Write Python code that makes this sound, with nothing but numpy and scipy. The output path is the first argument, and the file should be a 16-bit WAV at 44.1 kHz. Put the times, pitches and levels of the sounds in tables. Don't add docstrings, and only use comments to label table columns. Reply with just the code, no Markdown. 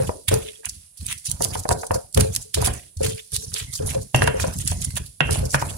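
import sys
import numpy as np
from scipy import signal
from scipy.fft import rfft, irfft, next_fast_len
from scipy.io import wavfile
from scipy.ndimage import uniform_filter1d

SR = 44100
rng = np.random.default_rng(int(sys.argv[2]) if len(sys.argv) > 2 else 0)


def voltage_ratio(level):
    return 10 ** (np.asarray(level, float) / 20)


def put_to_file(sound):
    columns = np.atleast_2d(sound).T
    safe = np.clip(columns, -1, 1)
    whole_steps = np.round(safe * 32767)
    wavfile.write(sys.argv[1], SR, whole_steps.astype(np.int16))


N = 254867
HZ = np.fft.rfftfreq(next_fast_len(N + 8192), 1 / SR)

# (pitch [Hz], level [dB])
WALL = [(610, 20), (715, 21.5), (950, 21.5), (1190, 12.5), (1400, 16), (1580, 7), (1780, -12), (2100, 6),
        (2400, 10.5)]
WALL_WIDTH_HZ = 110
# (pitch [Hz], level [dB])
FINE = [(1500, -87.5), (3000, -10.5), (4500, 1.5), (7000, 3.5), (11000, 5.5), (16500, -1.5)]


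def evened(x):
    return x / np.sqrt(np.mean(x ** 2) + 1e-20)


def read(points, hz):
    f, value = np.transpose(points)
    return np.interp(np.log(hz + 1), np.log(f + 1), value)


def colour(x, points):
    size = 2 * (len(HZ) - 1)
    return irfft(rfft(x, size) * voltage_ratio(read(points, HZ)), size)[..., :N]


def add(mix, s, sound):
    part = mix[..., round(s * SR):][..., :sound.shape[-1]]
    part += sound[..., :part.shape[-1]]


def resonate(x, hz, width):
    hz = min(hz, SR / 2.2)
    return signal.lfilter(*signal.iirpeak(hz, hz / width, SR), x)


def mode(hz, t60, rise=0.00032, count=22050):
    t = np.arange(count) / SR
    fade = voltage_ratio(-60 * t / t60)
    return fade * (1 - np.exp(-t / rise)) * np.sin(2 * np.pi * hz * t)


def pair(shared, own):
    # (pitch [Hz], left-right likeness [0 to 1])
    likeness = [(200, 0.33), (600, 0.09), (1500, 0.21), (4000, 0.11), (15000, 0.043)]
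    size = 2 * (len(HZ) - 1)
    same = np.clip(read(likeness, HZ), 0, 1)
    both = np.sqrt(same) * rfft(shared, size) + np.sqrt(1 - same) * rfft(own, size)
    return irfft(both, size)[:, :N]


def stroke(order):
    # (landing [s], lifting [s], counter rumble [dB], stone scrape [dB], grit rubbing [dB])
    hand_moves = [(0.0, -0.011, -21, -22, -42.5), (0.089, 0.065, -38, -33.5, -62),
                  (0.316, 0.29, -18, -14.5, -41), (0.665, 0.77, -43, -70.5, -61.5),
                  (1.015, 1.121, -37.5, -54, -48.5), (1.289, 1.37, -37.5, -47, -75),
                  (1.404, 1.512, -35, -39.5, -47.5), (1.522, 1.584, -34.5, -42.5, -62),
                  (1.687, 1.74, -29, -52, -64.5), (1.931, 1.954, -34, -36.5, -58),
                  (2.164, 2.205, -20, -28.5, -45.5), (2.275, 2.41, -37, -49, -56.5),
                  (2.566, 2.696, -25, -32.5, -60.5), (3.005, 3.076, -28.5, -38, -44.5),
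                  (3.33, 3.482, -37, -54, -48.5), (3.51, 3.74, -37.5, -52, -51.5),
                  (3.798, 3.986, -30.5, -39.5, -51.5), (4.152, 4.266, -25, -31, -49),
                  (4.358, 4.495, -31.5, -34, -48.5), (4.56, 4.88, -32.5, -49.5, -47),
                  (4.93, 5.03, -32.5, -46, -75.5), (5.26, 5.46, -27.5, -36.5, -49.5),
                  (5.538, 5.548, -28.5, -26, -47), (5.611, 5.777, -34.5, -42.5, -47.5)]
    landing_db_per_s = (1301.5, 2497.5, 510)[order]
    lifting_db_per_s = (153, 236, 62)[order]
    rest_db = (-60, -65.5, -86.5)[order]
    t = np.arange(0, N + 64, 64) / SR
    power = voltage_ratio(2 * rest_db)
    for land, lift, *levels_db in hand_moves:
        early_db = landing_db_per_s * np.maximum(land - t, 0)
        late_db = lifting_db_per_s * np.maximum(t - lift, 0)
        power = power + voltage_ratio(2 * (levels_db[order] - (early_db + late_db)))
    return np.interp(np.arange(N) / SR, t, np.sqrt(power))


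def crackle(per_s, spread_db, smear, bed):
    size_db = spread_db * np.minimum(rng.exponential(1, N), 3.8)
    fractures = voltage_ratio(size_db) * (rng.random(N) < per_s / SR)
    smeared = signal.lfilter([1], [1, -np.exp(-1 / (smear * SR))], fractures)
    noise = rng.standard_normal((3, N)) * (bed + evened(smeared))
    return pair(noise[0], noise[1:])


def patchy(x, depth_db):
    hz, t, z = signal.stft(x, SR, nperseg=256)
    field = uniform_filter1d(rng.standard_normal(z.shape[1:]), size=12, axis=0)
    field = evened(uniform_filter1d(field, size=8, axis=1))
    return signal.istft(z * voltage_ratio(depth_db * field), SR, nperseg=256)[1][:, :N]


def crushing():
    # (time [s], fine grit [dB], coarse grit against fine [dB], length [ms])
    skin_presses = [(0.344, -26, -19.5, 6.7), (3.2, -45, 4, 40), (1.064, -34, 4, 5.1), (1.127, -35, 6, 48),
                    (1.425, -34, -34.5, 31), (1.447, -26, -7.5, 27), (1.551, -31.5, -7, 26),
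                    (1.6, -29.5, -19.5, 37), (1.728, -26, -25, 34), (1.844, -32.5, -24.5, 58),
                    (2.212, -24, 0, 9.8), (3.364, -25.5, -8, 33.6), (3.447, -32, -22.5, 44),
                    (3.951, -34, -10, 41), (4.033, -34, -44, 35), (4.241, -27, -20, 14),
                    (2.675, -22, -6, 22), (4.589, -24.5, -5, 1.3), (4.717, -38, 4.5, 64),
                    (4.979, -26.5, 0, 20), (5.549, -27.5, -14, 55), (5.621, -31, 4, 11),
                    (5.711, -33.5, -2, 25), (5.604, -31.5, -15, 9.2)]
    # (time [s], fine grit [dB], coarse grit against fine [dB], length [ms])
    seed_crushes = [(0.286, -26.5, 4.5, 12), (0.431, -52, 9.5, 60), (0.661, -35, -1, 31),
                    (0.744, -37.5, -9.5, 27), (1.314, -28, -24.5, 9), (1.637, -33, -15.5, 20),
                    (1.869, -29, -44.5, 7.2), (1.947, -30.5, -12.5, 25), (2.147, -19, -10, 5.2),
                    (2.175, -29.5, 2, 6.8), (2.336, -33, -1.5, 26), (2.365, -33, 7, 3.7),
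                    (2.655, -25, 0, 27.7), (3.057, -29.5, 2, 42.4), (3.576, -31, 0, 75),
                    (3.751, -27.5, -10.5, 50), (3.905, -29.5, -4, 25), (4.277, -29.5, 6.5, 5.3),
                    (4.537, -31, -12, 20), (4.613, -31, -4.5, 26), (4.678, -29, -21, 10),
                    (4.821, -36, -5, 38), (5.459, -32.5, -9, 19)]
    # (time [s], fine grit [dB], coarse grit against fine [dB], length [ms])
    pulp_smears = [(0.073, -36, -8, 36), (0.317, -47, 13, 4.9), (0.693, -33, -16.5, 28),
                   (0.979, -33.5, -11, 24), (1.011, -45.5, -6.5, 190), (1.181, -35, -20, 17),
                   (1.265, -29, -9.5, 66), (1.917, -26, -26.5, 5.3), (2.415, -35, -12, 45),
                   (2.76, -41, 0, 130), (2.797, -42, 2, 6), (0.47, -44, 0, 130), (0.78, -46, -6, 120),
                   (5.04, -35, -20, 3), (5.049, -34, -20, 3), (5.075, -34, -20, 3), (2.5435, -22, 4, 9.1),
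                   (2.582, -34.5, -8.5, 120), (2.738, -34, -30, 32), (2.971, -28.5, -41, 4.9),
                   (3.328, -38, -4, 21), (3.408, -48, -6, 23), (3.541, -30, -43, 15),
                   (3.869, -29.5, -17, 40), (4.1465, -25, -25.5, 9), (4.17, -35, -20, 70),
                   (1.79, -37, -25, 70), (1.96, -38, -20, 80), (5.375, -38, -8, 80), (3.1, -41, -4, 90),
                   (4.407, -28, -2.5, 37), (4.473, -39, -6, 75), (4.847, -31, -11.5, 16),
                   (5.063, -33.5, -15.5, 26), (5.2065, -33, -5, 8), (4.162, -28, -20, 14),
                   (4.222, -35, -20, 8), (4.908, -36, -5, 12), (5.035, -38, -5, 15), (0.54, -52, 6, 20),
                   (2.618, -30, -15, 12), (1.245, -42, 3, 10), (5.328, -30, -2.5, 57)]
    power = (stroke(order=2) * voltage_ratio([[11.], [-4.]])) ** 2
    padded = np.pad(power, ((0, 0), (4000, 6000)))
    ms = np.arange(-4000, 6000) * 1000 / SR
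    bend = np.where(ms < 0, 2.2, 1.3)
    for bursts, swell in ((skin_presses, 0.84), (seed_crushes, 0.47), (pulp_smears, 0.25)):
        for s, db, coarse_db, length_ms in bursts:
            swell_ms = max(swell * length_ms, .7)
            fade_ms = max((1 - swell) * length_ms, .7)
            slope = np.where(ms < 0, -ms / swell_ms, ms / fade_ms)
            shape = voltage_ratio(-7. * slope ** bend)
            add(padded, s, voltage_ratio([[db], [db + coarse_db]]) ** 2 * shape ** 2)
    return np.sqrt(padded[:, 4000:4000 + N])


def grit():
    # (pitch [Hz], level [dB])
    coarse_colour = [(500, -30), (1000, -13.5), (2000, -5.5), (3400, -1), (5000, -9.5), (8000, -8)]
    fine = evened(patchy(colour(crackle(1300., 3.4, .0005, .7), FINE), 1.4))
    coarse = evened(patchy(colour(crackle(300., 3.5, .0015, .6), coarse_colour), 2.8))
    fine_gain, coarse_gain = crushing()
    return voltage_ratio(3.0) * fine_gain * fine + voltage_ratio(3.82) * coarse_gain * coarse


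def snaps():
    # (time [s], peak level [dB])
    seed_cracks = [(0.2845, -7), (0.3405, -3.5), (0.0218, -18), (0.404, -26), (0.43, -25), (0.509, -26),
                   (0.531, -28), (0.551, -26), (0.9737, -22), (1.05, -24), (1.1255, -14), (1.1785, -20),
                   (1.2648, -13), (1.298, -13), (0.656, -10), (0.694, -13.5), (1.0653, -10), (1.3148, -4),
                   (1.4222, -4.5), (1.4415, -7), (1.4472, -5), (1.712, -16), (1.9145, -18), (1.943, -12),
                   (2.127, -18), (2.3503, -7), (2.617, -13), (2.661, -8), (3.033, -12), (3.319, -16),
                   (3.344, -13), (3.7375, -14), (1.6903, -4), (1.786, -20), (1.803, -22), (1.728, -12),
                   (2.1986, -11.5), (2.2084, -1), (2.362, -4), (2.5442, -23), (3.3642, -7), (3.5407, -8),
                   (4.2396, -11), (4.586, -12.5), (4.1615, -12), (4.2205, -16), (4.273, -13), (4.4005, -14),
                   (4.5725, -21), (4.6505, -16), (4.661, -15), (4.7143, -12), (4.8165, -17), (4.8467, -15),
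                   (4.9073, -22), (4.9562, -15), (5.454, -17), (5.5475, -8), (4.6756, -2.5), (5.309, -8.5),
                   (5.3262, -14)]
    out = np.zeros((3, N))
    t = np.arange(600) / SR
    shape = (1 - np.exp(-t / 0.0001)) * np.exp(-t / 0.0006)
    for s, db in seed_cracks:
        burst = rng.standard_normal((3, 600)) * shape
        add(out, s, voltage_ratio(db + 1.5) * burst / abs(burst).max(axis=1, keepdims=True))
    return colour(pair(out[0], out[1:]), FINE)


def knocks():
    # (time [s], peak level [dB], centre of the knock [Hz])
    stone_hits = [(0.0925, -11, 740), (0.316, -25.5, 700), (0.648, -26, 2300), (0.633, -35, 1810),
                  (1.097, -28, 2150), (2.656, -17, 2390), (4.972, -23, 1690), (5.617, -20, 1070),
                  (0.665, -30, 1600), (1.407, -16, 957), (1.453, -22.5, 744), (1.554, -16.5, 930),
                  (1.654, -16, 750), (1.69, -12.5, 760), (1.707, -11.5, 1150), (1.712, -9, 750),
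                  (1.833, -20, 985), (1.908, -10, 963), (2.174, -16.5, 1285), (2.573, -26, 665),
                  (2.624, -18.5, 1000), (2.675, -14.5, 703), (2.682, -17.5, 1390), (1.72, -16, 800),
                  (1.945, -22, 1100), (1.96, -24, 900), (3.947, -26, 692), (4.145, -7, 720),
                  (4.2203, -6.5, 1646), (4.2755, -5.5, 1500), (4.398, -16.5, 1750), (4.44, -15.5, 944),
                  (4.479, -28, 828), (4.717, -21.5, 740), (5.205, -8, 1610), (5.2915, -16.5, 1024),
                  (5.357, -21.5, 734), (5.544, -0.5, 1570), (5.624, -12.5, 953)]
    out = np.zeros((2, N))
    t = np.arange(3000) / SR
    fade = np.exp(-t / .0035) + .15 * np.exp(-t / .018)
    for s, db, centre_hz in stone_hits:
        noise = rng.standard_normal((3, 3000))
        rattle = (.6 * noise[0] + .8 * noise[1:]) * fade
        wall = 0
        for hz, mode_db in WALL:
            far_db = 6. 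* abs(np.log2(hz / centre_hz))
            wall = wall + voltage_ratio(mode_db - far_db) * resonate(rattle, hz, WALL_WIDTH_HZ)
        wall = resonate(wall, centre_hz, 0.98 * centre_hz)
        pulse = mode(centre_hz, 0.005, rise=0.0003, count=3000)
        add(out, s, voltage_ratio(db) * (2.24 * pulse + 0.92 * wall / abs(wall).max()))
    return out


def pestle():
    # (time [s], peak level [dB])
    bare_hits = [
        (4.1454, -6.5),
        (4.2205, -20),
        (4.2744, -17),
        (5.2056, -7),
        (5.5463, -45),
    ]
    # (pitch [Hz], level [dB], time to fade by 60 dB [s])
    pestle_tones = [(2630, -23, .1), (2735, -19, .33), (2150, -12, .05), (3030, -21, .22), (2760, -3, .035),
                    (3100, -11, .04), (1900, -18, .1), (1580, -16, .08)]
    out = np.zeros((2, N))
    t = np.arange(6000) / SR
    crack_fade = np.exp(-t / 0.0016) + 0.2 * np.exp(-t / .035)
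    band = signal.butter(6, (250, 3200), "band", fs=SR, output="sos")
    for s, db in bare_hits:
        for hz, mode_db, t60 in pestle_tones:
            detune, *ears = rng.uniform(-0.34, 1, 3)
            ear_db = db + mode_db + 3. * np.array(ears)[:, None]
            add(out, s, voltage_ratio(ear_db) * mode(hz * (1 + .006 * detune), t60, rise=.0003))
        noise = rng.standard_normal((3, 6000))
        crack = (noise[0] + 0.54 * noise[1:]) * crack_fade
        add(out, s, voltage_ratio(.6 * db - 4.) * signal.sosfilt(band, crack))
    chatter = evened(uniform_filter1d(rng.standard_normal((2, N)), size=160))
    return out * voltage_ratio(3.5 * chatter)


def scrape():
    rub = crackle(200., 1.0, 0.013, 0.73)
    wall = sum(voltage_ratio(db) * resonate(rub, hz, 2 * WALL_WIDTH_HZ) for hz, db in WALL)
    return voltage_ratio(-5.0) * stroke(order=1) * evened(wall)


def squeaks():
    # (time [s], length [s], level [dB])
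    skin_drags = [
        (3.649, 0.1, -48.5),
        (4.68, 0.33, -51.5),
    ]
    hz, width_hz = 2090, 130
    out = np.zeros(N)
    for s, length, db in skin_drags:
        noise = resonate(rng.standard_normal(SR // 2), hz, width_hz)
        noise = resonate(noise, hz, 2 * width_hz)
        count = round(length * SR)
        add(out, s, voltage_ratio(db) * np.sqrt(np.hanning(count)) * evened(noise)[:count])
    return out


def bowl():
    # (time [s], low tone [dB], upper tone [dB])
    soft_pushes = [(0.0, -32, -17.5), (0.314, -20, -15.5), (0.35, -33, -40), (0.447, -35.5, -41),
                   (0.585, -44, -54.5), (2.451, -43, -54.5), (1.408, -31, -26), (1.554, -43, -35.5),
                   (1.689, -25.5, -57), (1.832, -39, -35.5), (1.908, -37.5, -18.5), (1.955, -39.5, -19.5),
                   (2.172, -19.5, -14), (2.247, -31.5, -21), (2.573, -23.5, -20.5), (3.006, -27.5, -18.5),
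                   (3.042, -24, -29), (3.11, -36, -36), (3.325, -42, -50), (3.43, -47, -54),
                   (3.545, -42, -42), (3.8, -27, -23.5), (3.95, -34.5, -18.0), (4.218, -23, -20.5),
                   (4.274, -30, -23.5), (4.343, -32, -20.5), (4.441, -49, -20), (5.291, -29, -31),
                   (5.428, -34, -23), (5.542, -46, -34.5)]
    # (pitch [Hz], time to fade by 60 dB [s])
    bowl_tones = [(438, .32), (528, .14)]
    hum_width_hz = 30
    out = np.zeros(N)
    for s, *levels_db in soft_pushes:
        for db, (hz, t60) in zip(levels_db, bowl_tones):
            load = .015 * rng.uniform(-1.25, 1)
            add(out, s, voltage_ratio(db) * mode(hz * (1 + load), t60, rise=.0015))
        add(out, s, voltage_ratio(levels_db[1] - 3.0) * mode(600.0, 0.014, rise=0.0022, count=3000))
    rub = rng.standard_normal(N) * stroke(order=0)
    for hz, t60 in bowl_tones:
        hum = resonate(resonate(rub, hz, hum_width_hz), hz, 3 * hum_width_hz)
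        out += voltage_ratio(0.1) * hum
    wobble = evened(uniform_filter1d(rng.standard_normal(N), 500))
    return out * voltage_ratio(2.5 * wobble)


def counter():
    # (time [s], peak level [dB], pitch [Hz])
    counter_blows = [(0.281, -16, 96.6), (0.994, -28, 81.6), (1.411, -24, 130), (1.902, -18, 90),
                     (2.162, -23, 79), (2.561, -15.5, 78.3), (2.658, -31, 100.3), (2.966, -21, 85),
                     (3.038, -17, 83.3), (5.43, -19, 125), (5.612, -23, 125), (3.791, -23, 82),
                     (3.94, -28, 114), (4.145, -8, 130.5), (4.224, -15.5, 132.7), (4.279, -15, 128),
                     (4.412, -15.5, 80.6), (4.702, -14.5, 86.4), (5.207, -14.5, 147.4),
                     (5.539, -15.5, 138.7)]
    # (pitch [Hz], width [Hz], level [dB])
    counter_tones = [(68.3, 35.6, 14.5), (86.5, 16, 9.5), (96.2, 46, 12), (121.3, 22, 6.5), (151.3, 8.1, 4),
                     (222, 21, -27.5)]
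    lumps = evened(uniform_filter1d(rng.standard_normal(N), 900))
    force = rng.standard_normal(N) * voltage_ratio(2.4 * lumps)
    rumble = np.zeros(N)
    for hz, width, db in counter_tones:
        rumble += voltage_ratio(db) * resonate(resonate(force, hz, width), hz, 3 * width)
    out = voltage_ratio(-7.0) * stroke(order=0) * evened(rumble)
    for s, db, hz in counter_blows:
        add(out, s, voltage_ratio(db - 7.0) * mode(hz, 0.16, rise=0.0057))
    return out


def kitchen(x):
    # (pitch [Hz], time to fade by 60 dB [s])
    echo_fades = [(200, 0.99), (1000, 0.29), (4000, 0.56), (12000, 0.43)]
    taps = np.zeros((2, SR // 2))
    at = np.arange(200, SR // 2 - 20, 20)
    at = at + rng.integers(0, 20, (2, len(at)))
    np.put_along_axis(taps, at, rng.choice([-1., 1.], at.shape), 1)
    hz, t, z = signal.stft(taps, SR, nperseg=256)
    fade = voltage_ratio(-60 * t / read(echo_fades, hz)[:, None])
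    tail = signal.istft(z * fade, SR, nperseg=256)[1]
    return signal.fftconvolve(x, tail / np.linalg.norm(tail[0]), axes=1)[:, :N]


def hiss():
    # (pitch [Hz], level [dB])
    hiss_colour = [(30, -12), (60, -5), (120, -24.5), (5500, -22.5), (8300, 5), (10500, 7), (16500, -6.5)]
    noise = rng.standard_normal((3, N))
    return voltage_ratio(-45.5) * evened(colour(pair(noise[0], noise[1:]), hiss_colour))


def scene():
    treble = grit() + snaps()
    blows = knocks() + pestle() + scrape() + squeaks()
    ring, low = bowl(), counter()
    left_low = np.roll(low, -11) + np.roll(ring, -4)
    bass = np.array([left_low, low + ring])
    echoes = voltage_ratio(-7.5) * kitchen(treble) + voltage_ratio(-9.0) * kitchen(blows)
    return treble + blows + echoes + bass + hiss()


def hushed(x, edge_db, depth_db):
    hz, t, z = signal.stft(x, SR, nperseg=512)
    power = uniform_filter1d(abs(z) ** 2, size=3, axis=1)
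    power = uniform_filter1d(power, size=3, axis=2)
    level_db = 10 * np.log10(power + 1e-14)
    over_db = level_db - np.percentile(level_db, 10, axis=2, keepdims=True)
    cut_db = depth_db * np.clip(2.0 - over_db / edge_db, 0, 1)
    return signal.istft(z * voltage_ratio(-cut_db), SR, nperseg=512)[1][:, :N]


def top_cut(x):
    return signal.sosfilt(signal.butter(12, 16520, fs=SR, output="sos"), x)


def record(dry):
    # (pitch [Hz], level [dB])
    left_colour = [(200, 9), (450, 8), (800, -1), (2200, -4), (8500, 2), (10000, -3.5), (12000, -19.5),
                   (16000, -25.5)]
    # (pitch [Hz], level [dB])
    right_colour = [(200, 10), (450, 5.5), (800, 0), (5000, 2.5), (8000, 1), (10000, 10), (12000, -4),
                    (15500, -9.5)]
    left = np.concatenate([np.zeros(49), colour(dry[0], left_colour)])[:N]
    right = colour(dry[1], right_colour)
    both = hushed(np.array([left, right]), edge_db=9.0, depth_db=10.)
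    both = signal.oaconvolve(both, signal.firwin(255, 15900, fs=SR)[None], "same")
    both = signal.lfilter(*signal.butter(2, 28., "high", fs=SR), both)
    return top_cut(np.clip(both, -1, 1))


dry = scene()
out = record(dry)
put_to_file(out)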